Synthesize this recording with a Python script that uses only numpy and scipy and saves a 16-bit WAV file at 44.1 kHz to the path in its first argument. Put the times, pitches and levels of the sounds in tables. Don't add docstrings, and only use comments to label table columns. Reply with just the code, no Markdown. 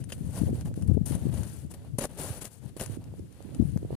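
import sys
import numpy as np
from scipy import signal
from scipy.fft import rfft, irfft, next_fast_len
from scipy.io import wavfile

SR = 44100
rng = np.random.default_rng(int(sys.argv[2]) if len(sys.argv) > 2 else 0)


def generate_wav(sig):
    pcm = np.round(np.clip(np.atleast_2d(sig).T, -1, 1) * 32767).astype(np.int16)
    wavfile.write(sys.argv[1], SR, pcm)


N = 176400

# (f/Hz, gain/dB)
RIGHT_PORT_RESPONSE = [(1000, -0.5), (1800, -6.5), (3000, -4), (4500, -11), (6500, -16), (9500, -36),
                       (12000, -29), (15000, -19)]


def undb(db):
    return 10 ** (np.asarray(db) / 20)


def colour(x, points, keep_power=True):
    size = next_fast_len(N + 8192)
    hz, db = np.array(points, float).T
    gain = undb(np.interp(np.log(np.fft.rfftfreq(size, 1 / SR) + 1), np.log(hz), db))
    if keep_power:
        gain = gain / np.sqrt(np.mean(gain ** 2))
    cepstrum = irfft(np.log(gain), size)
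    cepstrum[1:size // 2] *= 2
    cepstrum[size // 2 + 1:] = 0
    return irfft(rfft(x, size) * np.exp(rfft(cepstrum)), size)[..., :N]


def right_port(x):
    return colour(x, RIGHT_PORT_RESPONSE, keep_power=False)


def wander(hz):
    return np.interp(np.arange(N) * hz / SR, np.arange(N), np.sqrt(3) * rng.uniform(-1, 1, N))


def strike(hits, modes, detune=0.032):
    out = np.zeros(N)
    for start, hit_db in hits:
        i = int(start * SR)
        age = np.arange(min(SR // 10, N - i)) / SR
        for (hz, db, t60), chance in zip(modes, rng.standard_normal(len(modes))):
            decay = undb(hit_db + db) * np.exp(-np.log(1000) * age / t60)
            out[i:i + len(age)] += decay * np.sin(2 * np.pi * hz * (1 + detune * chance) * age)
    return out


def air():
    spectrum = [(200, -1), (600, -7.5), (1200, -9), (3000, -11), (6000, -13), (10000, -8.5), (12500, -15),
                (15500, -22.5)]
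    left, right = colour(rng.standard_normal((2, N)), spectrum) * undb(-63 + 0.5 * wander(hz=7.56))
    return np.array([left, right_port(right)])


def wind(t):
    # (t/s, level/dB)
    left_gusts = [(0, -25), (.13, -45.5), (.25, -29), (.36, -36), (0.418, -22), (.58, -33), (.72, -36.5),
                  (.92, -19), (1.04, -31), (1.12, -21), (1.2, -30), (1.36, -26.5), (1.5, -39), (1.66, -39),
                  (1.8, -48.5), (1.93, -35.5), (2.1, -43.5), (2.2, -39), (2.42, -44), (2.52, -55.5),
                  (2.662, -33), (2.75, -50), (3.0, -41.5), (3.22, -39.5), (3.32, -55), (3.56, -44),
                  (3.608, -22.5), (3.78, -33), (3.95, -40)]
    right_gusts = [(0, -37.5), (.15, -43.5), (.35, -37.5), (.53, -31), (.75, -39), (1.0, -42),
                   (1.35, -40.5), (1.6, -46.5), (1.75, -42.5), (2.1, -54), (2.35, -50), (2.58, -66.5),
                   (2.9, -39), (3.3, -47), (3.6, -41.5), (3.95, -38)]
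    # (f/Hz, relative level/dB)
    rumble_spectrum = [(15, -55), (28, -50.5), (42, -20), (70, 3.5), (110, 4.5), (170, -1.5), (260, -13.5),
                       (400, -23.5), (700, -40), (1500, -68)]
    flurry_spectrum = [(120, -29), (250, 1), (400, -9), (600, -15.5), (1000, -35.5), (2000, -48)]
    ports = []
    for gusts, flurry_db in (left_gusts, -22.5), (right_gusts, -12):
        pressure = undb(np.interp(t, *np.array(gusts).T))
        eddies = wander(hz=54.68)
        rumble = colour(rng.standard_normal(N), rumble_spectrum) * undb(2.5 * eddies)
        flurry = colour(rng.standard_normal(N), flurry_spectrum) * undb(flurry_db + 8 * eddies)
        ports.append(pressure * (rumble + flurry))
    return np.array(ports)


def buffets(t):
    # (t/s, f/Hz, level/dB, half length/cycles, port: 0 left, 1 right)
    eddies = [(0.211, 165, -22, 0.52, 0), (0.271, 121, -17.5, 0.49, 0), (0.418, 205, -11.5, 0.71, 0),
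              (0.436, 173, -14.5, 0.29, 0), (.502, 115, -14.5, 0.41, 0), (.531, 169, -14.5, 0.3, 0),
              (.651, 155, -22, 0.9, 0), (0.777, 157, -18.5, 0.23, 0), (0.836, 155, -17.5, 0.54, 0),
              (0.888, 116, -11.5, 0.72, 0), (0.898, 150, -17, 0.55, 0), (.948, 180, -19.5, 0.47, 0),
              (.915, 284, -20.5, 0.83, 0), (0.919, 106.8, -17.5, 1, 0), (0.972, 157, -9, 0.28, 0),
              (.977, 310, -15, 0.41, 0), (1.015, 148, -11, 0.52, 0), (1.111, 188, -14, 0.39, 0),
              (1.153, 166, -18.5, 0.39, 0), (1.256, 148, -12, 0.38, 0), (1.269, 240, -17, 0.4, 0),
              (1.651, 133, -23.5, 0.45, 0), (1.94, 111, -23.5, 0.96, 0), (2.054, 180, -28, 0.25, 0),
              (2.661, 156, -25.5, 0.93, 0), (3.601, 221, -6.5, 0.78, 0), (3.627, 158, -10.5, 0.39, 0),
              (3.656, 146, -15, 0.9, 0), (3.763, 141.5, -10.5, 0.43, 0), (3.931, 144, -24.5, 1.5, 0),
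              (0.492, 330, -21.5, 0.4, 1), (0.51, 161, -20, 0.34, 1), (.661, 170, -22.5, 0.65, 1),
              (0.715, 201, -28.5, 0.21, 1), (1.264, 206, -24, .6, 1), (1.295, 227, -27.5, 0.42, 1),
              (1.849, 260, -36, 0.16, 1), (2.31, 95, -23, 0.67, 1), (2.767, 295, -28.5, 0.53, 1),
              (3.492, 258, -32.5, 0.4, 1), (2.898, 260, -26, 0.47, 1), (2.904, 108.6, -26, 1, 1),
              (2.974, 225, -22.5, 0.46, 1), (3.14, 261, -31, 0.24, 1), (3.197, 283, -27.5, 0.54, 1),
              (3.406, 417, -32.5, 0.34, 1), (3.452, 246, -29.5, 0.72, 1), (3.761, 332, -27, 0.35, 1),
              (3.775, 300, -28.5, .4, 1), (3.830, 275, -22, 0.47, 1), (3.850, 270, -21.5, 0.38, 1),
              (3.907, 323, -20.5, 0.36, 1), (3.929, 240, -21.5, 0.24, 1)]
    out = np.zeros((2, N))
    for (centre, hz, db, half_length, port), phase in zip(eddies, rng.random(len(eddies))):
        near = abs(t - centre) < 0.05
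        cycles = (t[near] - centre) * hz
        swirl = np.sin(2 * np.pi * (cycles + phase)) / np.cosh(np.pi / 2 * cycles / half_length)
        out[int(port), near] += undb(db) * np.gradient(swirl, cycles) / (2 * np.pi)
    return out


def thuds():
    landings = [(.123, -35.5), (1.986, -27.5), (1.993, -36), (2.016, -26.5), (2.044, -25.5), (2.052, -27.5),
                (2.106, -43), (2.193, -39), (2.812, -29)]
    pack_modes = [(228, -3, 0.039), (478, -4.5, 0.014), (553, -1, 0.029), (880, -30.5, 0.01)]
    return strike(landings, pack_modes)


def crampons(t, snap_s=0.0017):
    bites = [(0.0408, -40, -33), (0.1206, -33.5, -28), (0.61, -36.5, -61), (0.741, -44, -45),
             (0.813, -46, -51), (0.823, -42, -39.5), (1.0605, -47, -23.5), (1.10, -36, -42),
             (1.1503, -46, -24), (1.341, -53, -30), (1.433, -37, -31), (1.715, -49, -46), (1.744, -45, -49),
             (1.9858, -52, -19), (1.992, -35, -19), (2.014, -37, -36), (2.024, -42, -22),
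             (2.04, -29.5, -35), (2.054, -26.5, -50), (2.1924, -56, -44), (2.274, -37, -40),
             (2.2963, -55, -45), (2.414, -37, -43), (2.454, -30.5, -42), (2.7974, -45, -42),
             (2.8108, -28, -26), (2.861, -32, -29), (2.878, -47, -48), (3.041, -45.5, -59),
             (3.174, -60, -57), (3.193, -50, -50), (3.326, -56, -46), (3.425, -45, -51),
             (3.547, -37.5, -37.5), (3.7742, -39, -48)]
    clacks = [(.024, -54), (.037, -53), (.103, -45), (.123, -29), (.131, -41.5), (.612, -58), (.826, -51.5),
              (2.799, -33), (2.812, -42.5), (3.548, -49), (3.776, -58.5)]
    snap_spectrum = [(400, -4), (1500, 3.5), (3000, -4.5), (4500, -2), (7000, 5), (10000, 0), (12500, -4),
                     (15500, -18)]
    # (f/Hz, level/dB, T60/s)
    spike_modes = [(6120, -20, 0.047), (7500, -29.5, .05), (9300, -8.5, 0.033), (9830, -8, .035)]
    frame_modes = [(1557, -21, 0.021), (1930, -13, 0.035), (2714, -8, 0.03), (2983, -1.5, 0.022),
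                   (3310, -12, 0.017), (5080, -8, .03), (6770, -10.5, 0.044)]
    envelope = sum((t >= start) * undb(db) * np.exp(-np.minimum(abs(t - start) / snap_s, 20))
                   for start, db, _ in bites)
    ring = strike([(start, db) for start, _, db in bites], spike_modes)
    snap = colour(envelope * rng.standard_normal(N), snap_spectrum)
    sound = snap + ring + strike(clacks, frame_modes)
    return np.array([sound, right_port(sound)])


def chips(force, per_s=500, centre_hz=8466, spread_octaves=0.275, spread_db=4.5, t60=0.012):
    age = np.arange(SR // 20) / SR
    out = np.zeros(N + len(age))
    decay = np.exp(-np.log(1000) * age / t60)
    decay *= np.sqrt(2 * SR / per_s / np.sum(decay ** 2))
    starts = np.flatnonzero(rng.random(N) < per_s / SR)
    size, pitch = np.clip(rng.standard_normal((2, N)), -2, 2)
    for i in starts:
        hz = centre_hz * 2 ** (spread_octaves * pitch[i])
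        amplitude = force[i] * undb(spread_db * size[i])
        out[i:i + len(age)] += amplitude * decay * np.sin(2 * np.pi * hz * age)
    return out[:N]


def fractures(spread_db, per_s=9000):
    impulses = (rng.random(N) < per_s / SR) * rng.choice([-1, 1], N)
    impulses = impulses * undb(spread_db * np.clip(rng.standard_normal(N), -2.5, 2.5))
    return impulses / impulses.std()


def crush_envelopes(t, release_s=0.0093):
    # (t/s, rise/s, length/s, ice level/dB, change over the length/dB,
    # crust level/dB re ice, pack level/dB re ice)
    crushes = [(0, 0.0021, 0.017, -50.5, -3, -9.5, -15), (0.088, .003, 0.017, -50, 5.5, -7.5, -8),
               (0.121, 0.008, 0.0072, -31.5, -3, -8.5, -13.5), (0.136, 0.017, 0.2, -56.5, 4.5, -9, -5),
               (0.321, .05, 0.073, -37, -3, -11.5, 0), (0.394, 0.011, 0.11, -44.5, -7.5, -9, -1),
               (0.505, 0.051, 0.12, -47.5, -5.5, -7, 0.5), (0.645, 0.014, 0.038, -46, -5, -9, 3),
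               (0.753, 0.0088, 0.1, -49.5, -12.5, -13.5, -6), (0.873, 0.0054, 0.015, -44.5, -11.5, -12, -8),
               (0.929, 0.0061, 0.013, -56, 1.5, -11, -15), (1.053, 0.0096, 0.058, -35.5, -3, -15, -11.5),
               (1.114, 0.0077, 0.043, -37, -6.5, -7.5, -0.5), (1.157, .01, 0.142, -51, -1, -6.5, 1.5),
               (1.299, 0.045, 0.17, -43.5, -6, -7.5, 0.5), (1.466, 0.0038, .18, -45, -8, -11.5, -10),
               (1.694, 0.024, .022, -47.5, 7.5, -14, -6), (1.737, .003, 0.01, -38, -10.5, -9.5, -1.5),
               (1.752, 0.0076, .13, -67.5, 4.5, -1.5, 8), (1.983, 0.0022, 0.0076, -25.5, -6.5, -10, -5),
               (2.002, 0.009, .049, -33.5, -0.5, -7.5, -3), (2.087, .005, 0.18, -55.5, 2, -5, 3.5),
               (2.169, 0.03, 0.22, -33, -9.5, -10.5, -5), (2.402, 0.014, 0.026, -40, 3.5, -10.5, -7.5),
               (2.438, 0.013, 0.037, -33.5, -9, -11.5, -7.5), (2.491, 0.041, 0.095, -45, -11.5, -14.5, -8),
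               (2.607, 0.022, 0.091, -57, 1, -7.5, 1), (2.765, 0.0012, 0.03, -44, -9, -8.5, -3),
               (2.794, 0.0025, .044, -34.5, -2.5, -11, -3.5), (2.834, .003, 0.066, -41.5, -13, -7.5, -7),
               (2.878, 0.046, 0.088, -44.5, -8, -8.5, -2), (2.996, 0.025, 0.16, -69, -13, 5, 16),
               (3.128, 0.028, 0.068, -62.5, -2.5, -5, 1), (3.3, 0.047, 0.3, -65.5, 4, -1, 5),
               (3.603, 0.064, 0.39, -53, -18.5, -7.5, -12), (3.815, 0.011, 0.21, -78.5, 27.5, 3, 13)]
    power = np.zeros((3, N))
    for start, rise, length, db, change_db, crust_db, pack_db in crushes:
        age = np.maximum(t - start, 0)
        attack = np.minimum(age / rise, 1)
        level = undb(db + change_db * np.minimum(age / length, 1))
        release = np.exp(-np.maximum(age - length, 0) / release_s)
        power += (undb([0, crust_db, pack_db])[:, None] * attack * level * release) ** 2
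    flutter = undb(1.04 * wander(hz=95.6))
    return np.sqrt(power) * flutter


def crunch(t, correlation=0.1):
    # (f/Hz, relative level/dB)
    ice_spectrum = [(2500, -30.5), (4500, -13.5), (6000, -9.5), (8000, -7.5), (9500, -1.5), (10800, -2),
                    (12200, -11), (15500, -13.5)]
    crust_spectrum = [(700, -5), (1150, -1), (1500, 4), (1850, 3.5), (2200, -0.5), (2900, 1), (3600, -1),
                      (4600, 0), (7000, -41)]
    pack_spectrum = [(60, 2), (160, 4.5), (350, -1), (480, 0), (600, -1.5), (720, -5), (950, -8.5),
                     (1300, -19), (2500, -33)]
    ice, crust, pack = crush_envelopes(t)
    ice = ice * undb(1.5 * wander(hz=450))
    left, independent = (colour(undb(-3) * ice * fractures(spread_db=2.5), ice_spectrum)
                         + colour(crust * fractures(spread_db=7.5), crust_spectrum) for _ in range(2))
    right = correlation * left + np.sqrt(1 - correlation ** 2) * independent
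    chip_force = undb(-12.5) * ice + undb(-83)
    tinkle = colour(chips(chip_force), ice_spectrum)
    hollow = colour(pack * fractures(spread_db=7.5), pack_spectrum)
    return np.array([left + tinkle, right_port(right + tinkle)]) + hollow


def scene():
    t = np.arange(N) / SR
    return wind(t) + crunch(t) + crampons(t) + thuds() + buffets(t) + air()


def record(dry, low_hz=21, top_hz=15500, stop_s=3.954):
    high_pass = signal.butter(3, low_hz, "highpass", fs=SR, output="sos")
    low_pass = signal.ellip(10, 0.2, 70, top_hz, fs=SR, output="sos")
    fade_out = np.clip((stop_s - np.arange(N) / SR) / 0.002, 0, 1)
    return signal.sosfilt(low_pass, signal.sosfilt(high_pass, dry) * fade_out)


dry = scene()
out = record(dry)
generate_wav(out)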